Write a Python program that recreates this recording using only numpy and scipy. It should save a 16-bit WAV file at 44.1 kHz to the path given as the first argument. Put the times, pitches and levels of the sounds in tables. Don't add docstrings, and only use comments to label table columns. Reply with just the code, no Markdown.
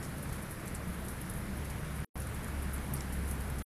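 import sys
import numpy as np
from scipy import signal
from scipy.fft import rfft, irfft, next_fast_len
from scipy.io import wavfile
from scipy.ndimage import uniform_filter1d, map_coordinates

SR = 44100
rng = np.random.default_rng(int(sys.argv[2]) if len(sys.argv) > 2 else 0)


def unload_audio(sound):
    columns = np.transpose(np.atleast_2d(sound))
    steps = np.round(np.clip(columns, -1, 1) * 32767)
    wavfile.write(sys.argv[1], SR, steps.astype(np.int16))


def undo_db(level):
    steps = np.asarray(level, float) / 20
    return 10 ** steps


N = 163170


def unit(x):
    return x / np.sqrt(np.mean(x ** 2) + 1e-20)


def along(points, hz):
    f, v = np.transpose(points)
    return np.interp(np.log(hz + 1), np.log(f + 1), v, left=-70, right=-70)


def curves(rows):
    s, *cols = np.transpose(rows)
    return [np.interp(np.arange(N) / SR, s, c) for c in cols]


def wobble(rate):
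    return map_coordinates(rng.standard_normal(200), [np.arange(N) * min(rate, 50) / SR])


def filtered(x, response):
    m = next_fast_len(N + SR // 2)
    return irfft(rfft(x, m) * response(np.fft.rfftfreq(m, 1 / SR)), m)[..., :N]


def coloured(x, spectrum):
    f = np.linspace(0, SR / 2, 4000)
    rms = np.sqrt(np.mean(undo_db(along(spectrum, f)) ** 2))
    return filtered(x, lambda hz: undo_db(along(spectrum, hz))) / rms


def patches(shape, wide, long):
    field = uniform_filter1d(rng.standard_normal(shape), size=wide, axis=-2)
    return unit(uniform_filter1d(field, size=long, axis=-1))


def rush(spectrum, patchy_db, wide=6, long=12):
    z = signal.stft(rng.standard_normal(N), nperseg=512)[2]
    z = z * undo_db(patchy_db * patches(z.shape, wide, long))
    return unit(coloured(signal.istft(z, nperseg=512)[1][:N], spectrum))


def mixed_at(s, waves):
    at = np.round(s * SR).astype(int) + np.arange(waves.shape[1])
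    return np.bincount(at.ravel(), waves.ravel(), N + SR)[:N]


def droplets():
    per_s, scatter_db, top_db, mist = 2900, 5.5, 8, 0.14
    draw = rng.random((3, N))
    size = undo_db(np.minimum(-scatter_db * np.log(draw[1] + 1e-9), top_db))
    clicks = (draw[0] < per_s / SR) * size * np.sign(draw[2] - .5)
    return unit(clicks + mist * rng.standard_normal(N))


# start in seconds, peak in dB, spray t60 in seconds,
# dull part over bright part in dB.
NEAR_SPLATS = [(0.0277, -45.5, 0.13, 0), (0.184, -41, 0.03, -16), (0.2262, -34, 0.073, -25),
               (0.2882, -49.5, 0.066, -5), (0.3272, -39, 0.11, -13), (0.4226, -33.5, 0.084, -25),
               (0.5085, -34, 0.12, -24), (0.6569, -37.5, 0.06, -17), (0.6714, -53, 0.064, -18.5),
               (0.677, -39, 0.1, -12), (0.743, -44.5, 0.14, -12.5), (1.0438, -40.5, 0.26, -23),
               (1.0825, -36, 0.12, -13.5), (1.2125, -31, 0.048, -33.5), (1.297, -29.5, 0.074, -21.5),
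               (1.3357, -40, 0.073, -15), (1.701, -40, 0.098, -6.5), (2.177, -47, 0.18, -30),
               (2.199, -38, 0.098, -18), (2.218, -44.5, 0.15, -11), (2.268, -38.5, 0.043, -13),
               (2.343, -39, 0.15, -26), (2.6216, -34, 0.087, -27), (2.734, -28.5, 0.077, -32),
               (2.7591, -44.5, 0.21, -26), (2.935, -25, 0.08, -35), (3.0114, -55.5, 0.098, 1.5),
               (3.1246, -38, 0.14, -12.5), (3.31, -41, 0.085, -13), (3.4985, -36, 0.048, -26)]
# start in seconds, peak in dB, t60 in seconds, dull over bright in dB, rise in seconds.
LOOSE_SPRAYS = [(.044, -51, 0.096, 4, 0.0044), (.239, -47, .08, -17, .004), (.345, -40, .09, -12, .008),
                (.595, -41, .07, -9, .006), (.752, -41.5, 0.099, -5, 0.0022), (.865, -37.5, 0.26, -24, .02),
                (.925, -42, .1, -20, 0.0092), (0.944, -42.5, .04, -12, .001), (.99, -39, .12, -19, .012),
                (1.096, -38, 0.16, -24, 0.015), (1.174, -46, .06, -10, 0.0018),
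                (1.261, -42, 0.052, -16, .001), (1.35, -34, 0.26, -26, 0.022),
                (1.569, -33, 0.067, -31, 0.0036), (1.644, -36.5, .09, -11, 0.0049),
                (1.955, -36, 0.13, -15, 0.007), (2.428, -38, 0.088, -13, .004),
                (2.476, -37.5, .08, -12.5, .004), (2.96, -47.5, 0.13, 4, 0.0095),
                (3.134, -41, 0.033, -21, .001), (3.16, -38, 0.11, -23, .015),
                (3.268, -28.5, 0.25, -17, 0.028), (3.4, -38.5, 0.13, -13, 0.0045),
                (3.584, -36, 0.08, -11, 0.0035)]
# frequency in Hz, level in dB.
CONCRETE = [(6000, -31.5), (9000, -6), (11000, -4), (12500, -4), (15000, -13)]
# frequency in Hz, level in dB.
DULL_COLOUR = [(1500, -38), (4000, -1.5), (6500, 3.5), (9500, -2.5), (14000, -36)]


def splats():
    splat_db, dull_extra_db, dull_t60_s = -16, 12, 0.36
    impact_db, impact_t60_s, near_rise_s = 5.5, 0.0078, 0.001
    t = np.arange(SR // 4) / SR
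    burst, spray = rng.standard_normal(N + SR), np.pad(droplets(), (0, SR))
    bright, dull = np.zeros(N + SR), np.zeros(N + SR)
    near = [(*row, near_rise_s) for row in NEAR_SPLATS]
    for s, db, t60, dull_db, rise in near + LOOSE_SPRAYS:
        start = round(s * SR)
        at = slice(start, start + len(t))
        impact = undo_db(impact_db - 60 * t / impact_t60_s) * burst[at]
        wave = (1 - np.exp(-t / rise)) * (undo_db(-60 * t / t60) * spray[at] + impact)
        bright[at] += undo_db(db + splat_db) * wave
        dull[at] += undo_db(db + splat_db + dull_db + dull_extra_db - 60 * t / dull_t60_s) * wave
    return coloured(bright[:N], CONCRETE) + coloured(dull[:N], DULL_COLOUR)


# frequency in Hz, level in dB.
PATTER_COLOUR = [(3000, -23.5), (6000, -22), (9000, 5.5), (12000, 5), (15000, -10)]


def patter(fall_db):
    per_s, scatter_db, top_db, t60_s = 110, 12, 7, 0.024
    level_db, grows, patchy_db = -70, 1.4, 2.5
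    draw = rng.random((2, N))
    size_db = np.minimum(-scatter_db * np.log(draw[1] + 1e-9), top_db)
    hits = (draw[0] < per_s / SR) * undo_db(size_db) ** 2
    power = signal.lfilter([1], [1, -undo_db(-120 / (t60_s * SR))], hits)
    envelope = np.sqrt(power + .4 * power.mean())
    fizz = unit(envelope * rush(PATTER_COLOUR, patchy_db, wide=30, long=5))
    return undo_db(level_db + grows * fall_db + 1.1 * wobble(3.6)) * fizz


# start in seconds, peak in dB, pitch in Hz.
HARD_PELLETS = [(.028, -32, 8000), (.0425, -38, 8000), (.183, -31, 10500), (.289, -39, 8500),
                (.302, -39, 8000), (.327, -31, 9500), (.478, -46, 9000), (.51, -36, 8500),
                (.674, -35, 8000), (.68, -38, 8200), (.749, -36, 9500), (.752, -38, 8300),
                (.832, -46, 9200), (1.085, -36, 5800), (1.337, -42, 9600), (1.701, -31, 9500),
                (2.177, -35, 12000), (2.22, -38, 6800), (2.938, -34, 6200), (2.978, -40, 5200),
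                (3.007, -31, 7000), (3.0082, -35, 4000), (3.0105, -38, 2200), (3.126, -33, 8500),
                (3.313, -28, 10000), (3.383, -42, 8200), (3.41, -36, 8000), (3.479, -39, 8500),
                (3.501, -34, 9500), (3.585, -37, 8000), (3.593, -38, 7500)]


def pellets():
    per_s, centre_hz, pitch_spread = 110, 9300, .2
    small_db, scatter_db = -57, 3
    cycles, bounce_s, bounce_db = 3, .0013, -5
    draw = rng.random((600, 2))
    s = np.cumsum(-np.log(draw[:, 0]) / per_s)
    small_peak_db = small_db - scatter_db * np.log(draw[:, 1])
    small_hz = centre_hz * np.exp(pitch_spread * rng.standard_normal(600))
    small = np.c_[s, small_peak_db, small_hz]
    s, db, hz = np.r_[HARD_PELLETS, small[s < N / SR]].T[..., None]
    t = np.arange(256) / SR

    def tick(u):
        decay = undo_db(-60 * np.abs(u) * hz / (2 * cycles))
        return (u > 0) * np.sin(2 * np.pi * hz * u) * decay

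    return mixed_at(s, undo_db(db) * (tick(t) + undo_db(bounce_db) * tick(t - bounce_s)))


# start in seconds, peak in dB, pitch
# in Hz, t60 in seconds.
RINGING_GRAINS = [(.674, -44, 6500, .004), (.68, -35, 8300, .005), (0.749, -34.5, 9600, .005),
                  (0.751, -34, 8200, .005), (1.701, -44, 7500, .005), (1.85, -44, 9010, .005),
                  (2.003, -43, 9300, .008), (2.178, -44, 11300, .005), (2.202, -40, 10000, .01),
                  (2.22, -45, 6300, .006), (2.27, -45, 10360, .008), (2.347, -42, 7800, .006),
                  (2.364, -43, 5000, .002), (2.482, -43, 8310, .008), (2.657, -45, 9200, .006),
                  (2.763, -39, 8800, .006), (2.781, -42, 7500, .005), (2.938, -29, 12300, 0.0032),
                  (2.9405, -33, 10500, .005), (2.946, -43, 11100, 0.005), (2.95, -44, 10400, .008),
                  (2.956, -39.5, 4900, .005), (2.977, -45, 5500, .006), (3.0072, -36, 5900, .006),
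                  (3.009, -36.5, 7800, 0.0057), (3.313, -36.5, 11100, 0.0047), (3.317, -42, 9400, .006)]


def clinks():
    rise_s, pair_ratio = 0.00025, 1.09
    s, db, hz, t60 = np.transpose(RINGING_GRAINS)[..., None]
    t = np.arange(600) / SR
    turn = 2 * np.pi * rng.random((len(s), 1))
    modes = np.sin(2 * np.pi * hz * t) + np.sin(2 * np.pi * hz * t / pair_ratio + turn)
    return mixed_at(s, undo_db(db - 60 * t / t60) * (1 - np.exp(-t / rise_s)) * modes)


# frequency in Hz, level in dB.
WASH_COLOUR = [(250, -0.5), (500, -2), (900, -1.5), (1500, -1), (2250, -5.5), (2600, -10.5), (4500, -16.5),
               (7000, -19.5), (15000, -22)]


def wash(fall_db):
    return undo_db(-48.5 + fall_db + 0.078 * wobble(3.9)) * rush(WASH_COLOUR, patchy_db=0.98)


# time in seconds, firing rate in Hz, level in dB.
IDLING = [(0, 67.9, -52.5), (.36, 69.15, -47.5), (.62, 68.25, -59), (.75, 69.5, -43), (1.12, 69.4, -51),
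          (1.25, 67.7, -47.5), (1.36, 68.8, -47.5), (1.6, 69.17, -44.5), (2.25, 69.46, -44),
          (2.42, 69.8, -48), (2.6, 68.8, -40.5), (2.8, 67.78, -43.5), (3.3, 67.87, -39.5),
          (3.6, 67.4, -44.5)]
# multiple of the firing rate, level in dB, unsteadiness as a factor.
ORDERS = [
    (.5, -10, 2.3),
    (1, 1.5, 1.66),
    (1.5, -10.5, 3.3),
    (2, -10.5, 3.6),
    (3, -12.5, 5.1),
]
# frequency in Hz, level in dB.
RUMBLE_COLOUR = [(12, -12), (24, 0), (52, -2.5), (100, -1), (150, 1), (210, -2.5), (260, -8), (700, -19)]


def engine():
    wander_hz, flutter_db = .5, 0.69
    upper_follows = 0.55
    firing_hz, level_db = curves(IDLING)
    phase = 2 * np.pi * np.cumsum(firing_hz + wander_hz * wobble(9)) / SR
    swell_db = level_db - level_db.mean()
    hum = np.zeros(N)
    for k, db, shaky in ORDERS:
        follows = 1 if k == 1 else upper_follows
        order_db = db + follows * swell_db + shaky * flutter_db * wobble(8)
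        hum += undo_db(order_db) * np.sin(k * phase + 0.27 * shaky * wobble(12))
    rumble = undo_db(-42 + 0.67 * wobble(4.0)) * rush(RUMBLE_COLOUR, patchy_db=0.5)
    return np.sqrt(2) * undo_db(level_db.mean()) * hum + rumble


# middle in seconds, peak in dB, pitch in Hz, length in seconds.
ROAD_SWELLS = [(0.243, -45, 136, 0.18), (.9, -45, 179.6, 0.16), (1.064, -53, 192, 0.14),
               (1.455, -44, 141, 0.14), (1.523, -43.5, 194.8, .12), (1.869, -42.5, 151.3, 0.18),
               (2.23, -48, 125, 0.21), (2.402, -57, 190, 0.1), (2.647, -46.5, 137.4, 0.14),
               (2.943, -40.5, 136.1, 0.19), (3.2, -45.5, 182, 0.2), (3.526, -47, 133, 0.22)]


def road_swells():
    t = np.arange(N) / SR
    drift = 0.5 * wobble(14)
    out = np.zeros(N)
    for s, db, hz, long in ROAD_SWELLS:
        swell = np.exp(-.5 * (4 * (t - s) / long) ** 2)
        out += undo_db(db) * np.sqrt(2) * swell * np.sin(2 * np.pi * hz * t + drift)
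    return out


# time in seconds, level in dB.
FALL_STRENGTH = [(0, 0), (.3, 0.5), (.6, 0.35), (.9, 0), (1.25, 0.5), (1.5, 0.2), (1.9, 0.5), (2.3, 0.7),
                 (2.6, 1.2), (2.9, 1), (3.1, 1.1), (3.35, 0.5), (3.62, 0.5)]


def scene():
    fall_db, = curves(FALL_STRENGTH)
    sleet = splats() + patter(fall_db) + pellets() + clinks() + wash(fall_db)
    return (sleet + engine() + road_swells())[None]


def thinned(x):
    hole_hz, width_hz, rarity, hole_db = 6400, 2600, 1.5, -15
    hz, _, z = signal.stft(x, SR, nperseg=1024)
    threshold = rarity + ((hz[:, None] - hole_hz) / width_hz) ** 2
    gain = np.where(patches(z.shape, wide=5, long=4) > threshold, undo_db(hole_db), 1)
    return signal.istft(z * gain, SR, nperseg=1024)[1][..., :N]


def microphone(x):
    port_hz, width_hz, port_db = 10640, 1660, 5
    top_hz, slope_hz = 14280, 40

    def response(f):
        damping = 1j * f * width_hz
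        port = 1 + undo_db(port_db) * damping / (port_hz ** 2 - f * f + damping)
        return port / (1 + np.exp(np.clip((f - top_hz) / slope_hz, -30, 30)))

    return filtered(x, response)


# start in seconds, end in seconds.
BREAKS = [
    (2.0465, 2.1555),
    (3.6245, 3.8),
]


def dropouts(x):
    t = np.arange(N) / SR
    kept = np.prod([(t < a) | (t > b) for a, b in BREAKS], axis=0)
    return x * uniform_filter1d(kept * 1., size=24)


# start in seconds, end in seconds, low edge in Hz,
# high edge in Hz, level in dB.
FAINT_BANDS = [(2.017, 2.066, 14420, 15700, -90), (2.044, 2.064, 9500, 14100, -72),
               (2.045, 2.099, 200, 495, -87), (2.141, 2.167, 9700, 14000, -70),
               (2.141, 2.157, 60, 900, -81), (2.142, 2.195, 14600, 15800, -93),
               (2.343, 2.386, 14400, 15500, -87), (3.633, 3.645, 14500, 16000, -97),
               (3.61, 3.646, 9700, 14300, -67)]


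def faint_bands():
    t = np.arange(N) / SR
    out = np.zeros(N)
    for a, b, low, high, db in FAINT_BANDS:
        band = unit(filtered(rng.standard_normal(N), lambda f: (f > low) & (f < high)))
        window = np.sqrt(np.abs(np.sin(np.pi * np.clip((t - a) / (b - a), 0, 1))))
        out += undo_db(db) * window * band
    return out


def roll_off(x):
    return signal.sosfilt(signal.butter(12, 15610, fs=SR, output="sos"), x)


def record(dry):
    mix = dropouts(microphone(thinned(dry))) + faint_bands()
    return roll_off(mix)


dry = scene()
out = record(dry)
unload_audio(out)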